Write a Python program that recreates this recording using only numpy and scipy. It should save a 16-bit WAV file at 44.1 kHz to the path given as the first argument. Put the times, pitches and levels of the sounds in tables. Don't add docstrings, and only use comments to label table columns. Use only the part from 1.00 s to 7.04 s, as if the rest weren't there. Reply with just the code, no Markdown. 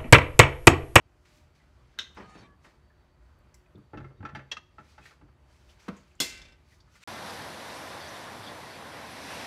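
import sys
import numpy as np
from scipy import signal
from scipy.io import wavfile

SR = 44100
rng = np.random.default_rng(int(sys.argv[2]) if len(sys.argv) > 2 else 0)


def materialize(psi):
    bounded = np.clip(np.atleast_2d(psi).T, -1, 1)
    quanta = np.round(bounded * 32767).astype(np.int16)
    wavfile.write(sys.argv[1], SR, quanta)


def elevation(decibels):
    levels = np.asarray(decibels, float)
    return 10 ** (levels / 20)


N = 266283
STEP = 64

# pitch_hz [Hz], density_db [dB per Hz]
ROOM_SPECTRUM = [(21, -39), (35, -12), (64, 2), (98, -11.5), (147, -11), (176, -19), (291, -20),
                 (322, -25.5), (365, -23.5), (561, -26), (839, -25.5), (1260, -27), (13000, -55),
                 (15500, -60.5)]
CLOTH_SPECTRUM = [(290, -41.5), (500, -24), (848, -18), (1360, -5.5), (1590, -8), (2440, 0.5), (2820, -4.5),
                  (5430, -4), (15200, -22.5)]
# pitch_hz [Hz], width_hz [Hz], level_db [dB]
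APPLIANCE_TONES = [
    (359.6, 18, -78),
    (601, 31, -80.5),
    (876, 12, -87.5),
    (4560, 77, -88.5),
]
# loudest_s [s], swell_s [s], fade_s [s] (both over 20 dB), level_db [dB],
# bright_db [dB per octave]
STROKES = [(0.255, 0.0071, 0.24, -66, -4), (.374, 0.26, 0.13, -69.5, 2), (0.554, 0.019, 0.23, -71, -3),
           (.93, 0.3, 0.29, -74.5, -4), (1.155, 0.012, 0.3, -64, -5), (1.42, 0.48, 0.092, -67, -5),
           (1.648, 0.039, 0.17, -66, -1.5), (2.546, 0.0039, 0.1, -77, 8), (3.91, 0.18, 0.15, -65.5, -2),
           (4.062, 0.075, 0.11, -57.5, -2), (4.52, 0.092, 1, -70.5, -1), (4.698, 0.04, 0.12, -65.5, -0.5),
           (4.802, 0.031, 0.59, -64.5, -2), (4.885, 0.0022, 0.011, -45, -4.5),
           (4.984, 0.39, 0.058, -71, -12.5), (5.725, 0.11, 0.15, -67, 0.5), (5.964, 0.097, 0.072, -62, -1),
           (6.038, 0.042, .1, -53, -2.5)]
# start_s [s], peak_db [dB], pitch_hz [Hz], t60_s [s], spread [octaves]
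TICKS = [(.253, -60, 1580, 0.055, 0.16), (.553, -73, 3640, 0.029, .13), (.6, -61, 2040, 0.13, 0.027),
         (2.544, -51.5, 8150, 0.028, 0.13), (1.902, -60, 1684, 0.084, .04),
         (2.542, -59.5, 2210, 0.046, 0.075), (2.542, -49, 5660, 0.064, 0.05),
         (2.659, -59.5, 2300, 0.034, .12), (2.755, -58, 3750, 0.032, 0.089), (2.776, -60, 1210, 0.1, 0.088),
         (4.056, -44, 1920, 0.15, .15), (4.029, -59, 3220, 0.046, 0.075), (4.69, -57, 3160, 0.056, 0.12),
         (4.965, -55, 6800, 0.16, 0.068), (4.965, -62, 8240, .03, .04), (5.111, -59, 2540, 0.056, 0.016),
         (5.147, -59.5, 1378, 0.024, 0.025), (5.153, -58, 7280, 0.025, 0.073),
         (5.803, -57, 4670, 0.05, 0.012), (5.805, -65, 5540, .05, .02), (5.803, -63, 3620, .03, .05),
         (5.803, -66.5, 6800, 0.047, .05), (5.72, -58, 1900, 0.089, 0.07),
         (5.876, -57.5, 1225, 0.047, 0.27), (5.95, -65, 5500, .04, .04), (5.955, -52, 1560, 0.089, 0.17)]
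# (pitch_hz [Hz], level_db [dB])
GRIPS = [(1.185, 1.39, [(1240, -61), (2358, -77)]), (1.18, 1.28, [(1240, -62), (1650, -68), (2450, -72),
         (3050, -74)]), (1.172, 1.195, [(5150, -68)]), (1.18, 1.36, [(4380, -76), (3000, -80)]),
         (1.27, 1.38, [(770, -69), (1766, -67), (6600, -79), (9500, -85), (8100, -84), (7200, -82),
         (5350, -84), (3650, -78), (2100, -76)]), (1.33, 1.45, [(2654, -74), (4480, -71), (4000, -78),
         (6100, -82), (3257, -75), (3704, -76)]), (1.37, 1.42, [(5370, -74), (1583, -72), (6600, -80),
         (9500, -84)]), (1.425, 1.475, [(2330, -66), (3600, -76), (3200, -76), (4000, -77)]),
         (1.42, 1.48, [(1135, -65)]), (1.44, 1.575, [(1135, -68), (1700, -73)]),
         (2.93, 2.975, [(1740, -62)]), (3.165, 3.207, [(3750, -82)]), (4.0, 4.115, [(2550, -68)]),
         (5.192, 5.203, [(2850, -59)]), (5.895, 5.965, [(1480, -74)])]
# start_s [s], peak_db [dB]
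CRACKS = [
    (0.9877, -37),
    (1.148, -53.5),
    (2.389, -61),
    (2.5443, -51),
    (2.7821, -64),
    (3.352, -52),
    (3.5154, -46),
    (4.882, -55),
    (5.2012, -32),
]

# start_s [s], peak_db [dB], bright_db [dB per octave]
KNOB_BLOWS = [
    (.941, -63.5, -12),
    (.977, -54.5, -12),
    (.982, -60, -2),
    (.985, -50, -1),
    (.988, -23.5, 1.5),
    (.995, -49, 4),
]
LIFT_BLOWS = [
    (1.17, -32.5, -0.4),
    (1.351, -42.5, -2),
    (1.424, -48, -0.8),
    (1.644, -40, 3),
]
TOUCH_BLOWS = [
    (2.75, -24.5, 6),
    (2.78, -30.5, 4.4),
    (2.935, -17, 5.5),
    (2.965, -20, 5.3),
    (3.015, -23, 6.4),
    (3.05, -33, 14),
]
PAN_BLOWS = [(2.752, -63.5, -6.5), (2.933, -33, 0), (2.993, -56, -7), (3.038, -36, -0.67), (3.186, -64, -7),
             (3.197, -61.5, -8.5), (3.229, -36.5, -1.5), (3.324, -46, -5), (3.36, -35.5, -0.6),
             (3.787, -49.5, -2.5), (3.99, -54.5, -3), (4.221, -51.5, -2.5)]
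SEATING_BLOWS = [
    (2.973, -41, -3),
    (3.044, -51, -7),
    (3.251, -36, -3.5),
    (3.289, -45, -4),
    (3.349, -34, -3),
    (3.356, -42, -0.5),
]
SETTLING_BLOWS = [(2.933, -51, -14), (2.941, -55.5, -12), (3.003, -53, -11), (3.105, -63, -14.5),
                  (3.205, -58, -9), (3.228, -49.5, -11), (3.391, -48.5, -8), (3.783, -47, -7.5),
                  (3.98, -47.5, -5.5), (4.108, -52.5, -5.5), (4.212, -59, -8.5), (4.284, -65, -5.5)]
TAP_BLOWS = [
    (3.5135, -38, 0),
    (3.515, -23, 0.95),
    (3.5187, -27.5, 0),
]
REBOUND_BLOWS = [
    (3.568, -27.5, -1.1),
]
THUD_BLOWS = [
    (1.1, -53, -1.3),
    (1.171, -61, 0.99),
    (1.2, -37.5, 1),
    (4.881, -25, -1.2),
    (5.202, -28, -0.77),
]
DROP_BLOWS = [
    (5.2012, -14.5, -.5),
    (5.2045, -30, 0),
]
ROCKING_BLOWS = [
    (5.294, -41, 2.5),
    (5.322, -35, -7.5),
    (5.345, -50, -10),
    (5.374, -41, -2.5),
    (5.391, -45, -9.5),
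    (5.4153, -37, -5),
    (5.4512, -38.5, -7.5),
    (5.4832, -45.5, -6.5),
    (5.5211, -46, -6),
]

# pitch_hz [Hz], level_db [dB], t60_s [s]
KNOB_MODES = [(1430, -8, .04), (1490, -3, .04), (1581, 1, .05), (2030, 0, .03), (2650, -8, .08),
              (2740, -12, .1), (2980, -4, .11), (3114, -2, .09), (3509, -7, .11), (3640, -1, .1),
              (3760, 0, .08), (3960, -8, .12), (5530, -14, .14), (6300, -9, .03)]
LID_MODES = [(850, -4, .07), (1100, -10, .08), (1190, -10, .12), (1330, 1, .075), (1600, -12, .12),
             (1750, -6, .1), (1916, -12, .1), (2120, -8, .08), (2480, -10, .08), (2650, -5, .07),
             (3080, -10, .07), (3500, -13, .07), (4690, -17, .1), (5750, -17, .09)]
PAN_MODES = [(97.7, -2, 0.11), (134.9, -9, 0.32), (209, -4.5, 0.09), (297, -3.5, 0.09), (348.3, -6.5, 0.11),
             (399, -12, 0.048)]
TAPPED_KNOB_MODES = [(1717, -10, .04), (1800, -12, .04), (2283, -18, .06), (2694, -1, .045),
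                     (2765, -6, .04), (3311, -1, .075), (3260, -4, .05), (3957, -10, .06), (4360, -17, .06),
                     (5050, -20, .05), (5640, -7, .05), (6315, -19, .06), (7120, -24, .09),
                     (9700, -29, .03)]
GLASS_TOP_MODES = [(1251, 0, .06), (1620, -9, .04), (2037, -7, .04), (2694, 2, .04), (3300, -8, .05),
                   (4150, -12, .04), (5650, -14, .05)]
FLOOR_MODES = [(194, -10, .27), (280, -6, .073), (495, -13, .16), (587, -19, .2), (668, -15, .2),
               (985, -24, .25), (1071, -25, .3), (1319, -13, .12), (1400, -17, .15), (1550, -18, .16),
               (1780, -12, .05), (2374, -18, .1), (2750, -16, .04)]
DISH_MODES = [(665, -19, .18), (1319, -26, .2), (1540, -25, .9), (2016, -24, .8), (2081, -16, .6),
              (2325, -26, 1.1), (2664, -16, .35), (2701, -18, .75), (2848, -23, .3), (3294, -9, .1),
              (3414, -1, .155), (3755, -14, .13), (4204, -6, .17), (4608, -23, .45),
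              (276, -13, .12), (1075, -30, .5), (1560, -13, .09), (1680, -26, .4), (2049, -13, .12),
                  (2161, -20, .3), (3070, -13, .14), (3510, -11, .12), (3665, -14, .2), (3899, -13, .12),
                  (4358, -14, .12), (4522, -13, .2), (4780, -16, .25), (4967, -18, .3)]
SPOON_MODES = [(5064, -2, .23), (5139, -4, .25), (5448, 1, .13), (5491, -7, .25), (5875, -6, .3),
               (6636, -2, .16), (7102, -3, .25), (7140, -6, .22), (7413, -5, .23), (8104, -7, .15),
               (8199, -5, .13), (10080, -10, .13), (10700, -9, .12), (11537, -11, .2),
               (9076, -11, .2), (9500, -13, .15), (12270, -12, .2), (13000, -9, .15), (13700, -13, .2),
                   (14500, -13, .15), (15200, -16, .2)]
LYING_SPOON_MODES = [(3050, -9, .04), (3480, -3, .05), (3560, -2, .06), (4600, -4, .05), (5195, -2, .06),
                     (5860, -9, .04), (7250, -12, .04)]

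# pitch_hz [Hz], density_db [dB per Hz]
KNOB_WASH = [(120, -80), (200, -11), (963, -9), (1570, 3), (2090, -7), (3600, 3), (4240, -67), (5660, -1.5),
             (15000, -84)]
LIFT_WASH = [(120, -6.5), (200, -3), (761, -7), (1130, -7), (1410, -9.5), (1810, -10.5), (15000, -75)]
SEAT_WASH = [(180, -26), (300, -1), (855, 7), (1010, -2), (1370, 16.5), (1520, 15.5), (5900, -1.5),
             (15000, -74)]
TAP_WASH = [(120, -35), (200, -14.5), (1460, -8), (1780, -1), (2380, -23), (2700, -4), (4720, -11),
            (5660, -10), (15000, -76)]
THUD_WASH = [(41, -45), (70, -17), (206, 5), (661, -11.5), (740, -10), (1360, -8.5), (3110, -27),
             (4170, -47), (15000, -68.5)]
DISH_WASH = [(180, -31), (300, -2.5), (1250, -21.5), (2620, -1.5), (2890, -33.5), (3410, 0), (3580, 1),
             (7140, -3.5), (15200, -15)]
DISH_TAIL = [(180, -17.5), (500, -13), (1200, -10.5), (2200, 3.5), (3100, 3), (4000, 6), (7200, 5),
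             (8000, 3.5), (15200, -17.5)]


def rms_one(x):
    return x / np.sqrt(np.mean(x ** 2) + 1e-20)


def at_hz(points, hz):
    pitch_hz, level_db = np.array(points).T
    return np.interp(np.log(hz), np.log(pitch_hz), level_db)


def drift(rate_hz):
    r = np.exp(-2 * np.pi * STEP * rate_hz / SR)
    chance = rng.standard_normal(N // STEP + 2002)
    return rms_one(signal.lfilter([1], [1, -2 * r, r * r], chance)[2000:])


def per_sample(slow):
    return np.interp(np.arange(N) / STEP, np.arange(len(slow)), slow)


def ring(force, hz, t60):
    r = elevation(-60 / (max(t60, .001) * SR))
    w = 2 * np.pi * hz / SR
    return signal.lfilter([0, np.sin(w)], [1, -2 * r * np.cos(w), r * r], force + 1e-18)


def highpass(x, order, hz):
    return signal.sosfilt(signal.butter(order, hz, "high", fs=SR, output="sos"), x)


def bands(white):
    edges = 25 * 2 ** np.arange(0, 9.5, 1 / 3)
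    out = []
    for k, (low, high) in enumerate(zip(edges, edges[1:])):
        third = signal.butter(2, [low, high], "band", fs=SR, output="sos")
        out.append((np.sqrt(low * high), signal.sosfilt(third, white[k % 2])))
    return out


def twinned(modes, apart, weaker_db):
    shift = rng.uniform(-1.1, 1, len(modes))
    return modes + [(hz * (1 + apart * k), db - weaker_db, t60) for (hz, db, t60), k in zip(modes, shift)]


def crowded(modes, low_hz, high_hz, db, t60, count):
    chance = rng.uniform(-0.78, 1, (count, 3))
    pitches = np.geomspace(low_hz, high_hz, count) * (1 + .03 * chance[:, 0])
    return modes + list(zip(pitches, db + 3 * chance[:, 1], t60 * (1 + .4 * chance[:, 2])))


def struck(blows, modes, wash, noise, ring_db, wash_db, wash_t60, damping, spread_db, rise_s):
    s, peak_db, bright_db = np.transpose(blows)
    start = round(s.min() * SR) - 10
    length = min(N - start, round((np.ptp(s) + .7) * SR))
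    at = np.round(s * SR).astype(int) - start
    body = np.zeros(length)
    chance = rng.standard_normal((len(s), len(modes)))
    for (hz, level_db, t60), own in zip(modes, chance.T):
        force = np.zeros(length)
        force[at] = elevation(peak_db + ring_db + level_db + bright_db * np.log2(hz / 2000) + spread_db * own)
        body += ring(force, hz, t60) - ring(force, hz, np.log(1000) * rise_s)
    soft = np.exp(-1 / (max(rise_s, 1e-4) * SR))
    for hz, band in noise if wash else []:
        force = np.full(length, 1e-18)
        force[at] = elevation(peak_db + wash_db + at_hz(wash, hz) + bright_db * np.log2(hz / 2000))
        dying = elevation(-60 / (wash_t60 * (hz / 2000) ** -damping * SR))
        swell_and_fade = signal.lfilter([1 - soft], np.convolve([1, -dying], [1, -soft]), force)
        body += swell_and_fade * band[start:start + length]
    return np.pad(body, (start, N - start - length))


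def room_hum(noise):
    shared = drift(3.5)
    hum = np.zeros(N)
    for hz, band in noise:
        level = elevation(at_hz(ROOM_SPECTRUM, hz) + 0.8 * shared + 1.2 * drift(5.1))
        hum += band[::-1] * per_sample(level)
    white = rng.standard_normal(N)
    whirr = np.zeros(N)
    for hz, width_hz, db in APPLIANCE_TONES:
        whirr += per_sample(elevation(db + 0.52 * drift(5.2))) * rms_one(ring(white, hz, 9.4 / width_hz))
    return elevation(-60.5) * rms_one(hum) + whirr


def rustle(noise):
    loudest_s, swell_s, fade_s, db, bright_db = np.transpose(STROKES)[:, :, None]
    after = np.arange(N // STEP + 2) * STEP / SR - loudest_s
    level_db = db - 20 * np.maximum(-after / swell_s, after / fade_s) + 0.51 * drift(60)
    power = elevation(2 * level_db)
    out = np.zeros(N)
    scale = np.sqrt(sum(elevation(at_hz(CLOTH_SPECTRUM, hz)) ** 2 * 2 * .23 * hz / SR
                        for hz, band in noise if hz > 2000))
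    for hz, band in noise[12:]:
        strokes = np.sqrt(np.sum(power * elevation(2 * bright_db * np.log2(hz / 4000)), axis=0))
        out += band * per_sample(strokes * elevation(at_hz(CLOTH_SPECTRUM, hz) + 1.1 * drift(18)))
    return out / scale


def ticks():
    out = np.zeros(N)
    spreads = rng.standard_normal((len(TICKS), 6))
    for (s, peak_db, hz, t60, octaves), spread in zip(TICKS, spreads):
        scuff = rng.standard_normal(6000) * elevation(-60 * np.arange(6000) / SR / max(t60, .005))
        pitches = np.minimum(hz * 2 ** (octaves * spread), 15000)
        cluster = sum(ring(scuff, pitch, 90 / pitch) for pitch in pitches)
        first = round(s * SR)
        out[first:first + len(scuff)] += elevation(peak_db) * cluster[:N - first] / np.abs(cluster).max()
    return out


def cracks():
    t60_s = 0.012
    force = np.full(N, 1e-18)
    for s, peak_db in CRACKS:
        force[round(s * SR)] = elevation(peak_db - 6.0)
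    burst = signal.lfilter([1], [1, -elevation(-60 / (t60_s * SR))], force) * rng.standard_normal(N)
    return highpass(burst, 2, 6400)


def heel_thud(noise):
    return struck(THUD_BLOWS, FLOOR_MODES, THUD_WASH, noise, -12, 8.8, 0.09, 0.064, spread_db=-3, rise_s=0.0012)


def dragging():
    first, last = round(1.12 * SR), round(1.49 * SR)
    grains_per_s = 350
    hits = rng.random(N) < grains_per_s / SR
    grit = hits * elevation(5.7 * rng.standard_normal(N)) * rng.choice([-1, 1], N)
    grit = grit[first:last]
    tones = np.zeros(last - first)
    for hz, db, t60 in crowded([], 692, 8000, 0, 0.17, count=48):
        tones += elevation(db - 3.4 * np.log2(hz / 2000)) * ring(grit, hz, t60)
    grind = elevation(-67) * rms_one(tones) * signal.windows.tukey(last - first, .3)
    return np.pad(grind, (first, N - last))


def singing_lid():
    steady_below_hz, flutter_width = 1900, 0.008
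    out = np.zeros(N)
    for start, end, tones in GRIPS:
        first, size = round(start * SR), round((end - start) * SR)
        fade = signal.windows.tukey(size, .5)
        for hz, db in tones:
            share = 1 / (1 + (hz / steady_below_hz) ** 4)
            steady = np.sqrt(2) * np.sin(2 * np.pi * hz * np.arange(size) / SR)
            rough = rms_one(ring(rng.standard_normal(12000), hz, 2.2 / (flutter_width * hz))[-size:])
            out[first:first + size] += elevation(db) * (share * steady + (1.3 - share) * rough) * fade
    return out


def knob_and_lift(noise):
    knob = twinned(crowded(KNOB_MODES, 3350, 4050, -16, .16, count=8), 0.012, 5)
    out = struck(KNOB_BLOWS, knob, KNOB_WASH, noise, -10.5, -7, 0.15, 0.13, spread_db=0, rise_s=0.00089)
    out += struck(LIFT_BLOWS, [], LIFT_WASH, noise, 0, 6.2, 0.22, 0.38, spread_db=0, rise_s=0.00093)
    return out


def lid_on_pan(noise):
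    out = struck(SEATING_BLOWS, LID_MODES, SEAT_WASH, noise, -4, -13, 0.13, .3, spread_db=3.5, rise_s=0.0008)
    out += struck(SETTLING_BLOWS, LID_MODES, SEAT_WASH, noise, -6, -11, 0.13, 0.4, spread_db=3.5, rise_s=0.0003)
    out += struck(PAN_BLOWS, PAN_MODES, None, noise, -3.5, 0, .1, .3, spread_db=3.5, rise_s=0.0057)
    out += struck(TOUCH_BLOWS, PAN_MODES, None, noise, -0.45, 0, .1, .3, spread_db=3.5, rise_s=0.002)
    return out


def spoon_tap(noise):
    knob = twinned(TAPPED_KNOB_MODES, .012, 7)
    glass = twinned(GLASS_TOP_MODES, 0.015, 8)
    out = struck(TAP_BLOWS, knob, TAP_WASH, noise, -9, -1.7, 0.089, 0.23, spread_db=0, rise_s=0.0013)
    out += struck(REBOUND_BLOWS, glass, TAP_WASH, noise, -9.5, -4, 0.1, 0.37, spread_db=0, rise_s=0.0012)
    return out


def spoon_drop(noise):
    caught_s, caught_t60_s = 5.53, 0.56
    dish = twinned(crowded(DISH_MODES, 1400, 4500, -30, .3, count=14), .004, 9)
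    spoon = twinned(crowded(SPOON_MODES, 4800, 15300, -18, .17, count=34), .004, 7)
    out = struck(DROP_BLOWS, dish, DISH_WASH, noise, -11.5, -9, .14, .45, spread_db=0, rise_s=.0007)
    out += struck(DROP_BLOWS, spoon, DISH_TAIL, noise, -18.5, -22, .8, .5, spread_db=0, rise_s=.0003)
    out += struck(ROCKING_BLOWS, LYING_SPOON_MODES, DISH_TAIL, noise, -5, -13, .06, .3, spread_db=1.5, rise_s=.002)
    return out * elevation(-60 * np.maximum(np.arange(N) / SR - caught_s, 0) / caught_t60_s)


def kitchen(x, t60, cut_hz):
    time = np.arange(round(.6 * SR)) / SR
    echo = rng.standard_normal(len(time)) * elevation(-60 * time / t60) * (time > .004)
    echo = signal.lfilter(*signal.butter(1, cut_hz, fs=SR), echo)
    return signal.fftconvolve(x, echo / np.sqrt(np.sum(echo ** 2)))[:N]


def scene():
    noise = bands(rng.standard_normal((2, N)))
    background = room_hum(noise) + rustle(noise)
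    blows = heel_thud(noise) + knob_and_lift(noise) + lid_on_pan(noise)
    blows += ticks() + cracks() + dragging()
    blows = highpass(blows, 3, 70)
    near = spoon_tap(noise) + spoon_drop(noise)
    sent = blows + elevation(-7) * near
    wet = elevation(-13.5) * kitchen(sent, t60=0.41, cut_hz=12300)
    return (background + blows + near + wet + singing_lid())[None]


def band_limit(x):
    return signal.sosfilt(signal.butter(12, 16540, fs=SR, output="sos"), x)


def record(dry):
    dry = highpass(dry, 4, 40)
    mix = signal.sosfilt(signal.cheby2(12, 60, 16550, fs=SR, output="sos"), dry)
    return band_limit(mix)


dry = scene()
out = record(dry)
materialize(out)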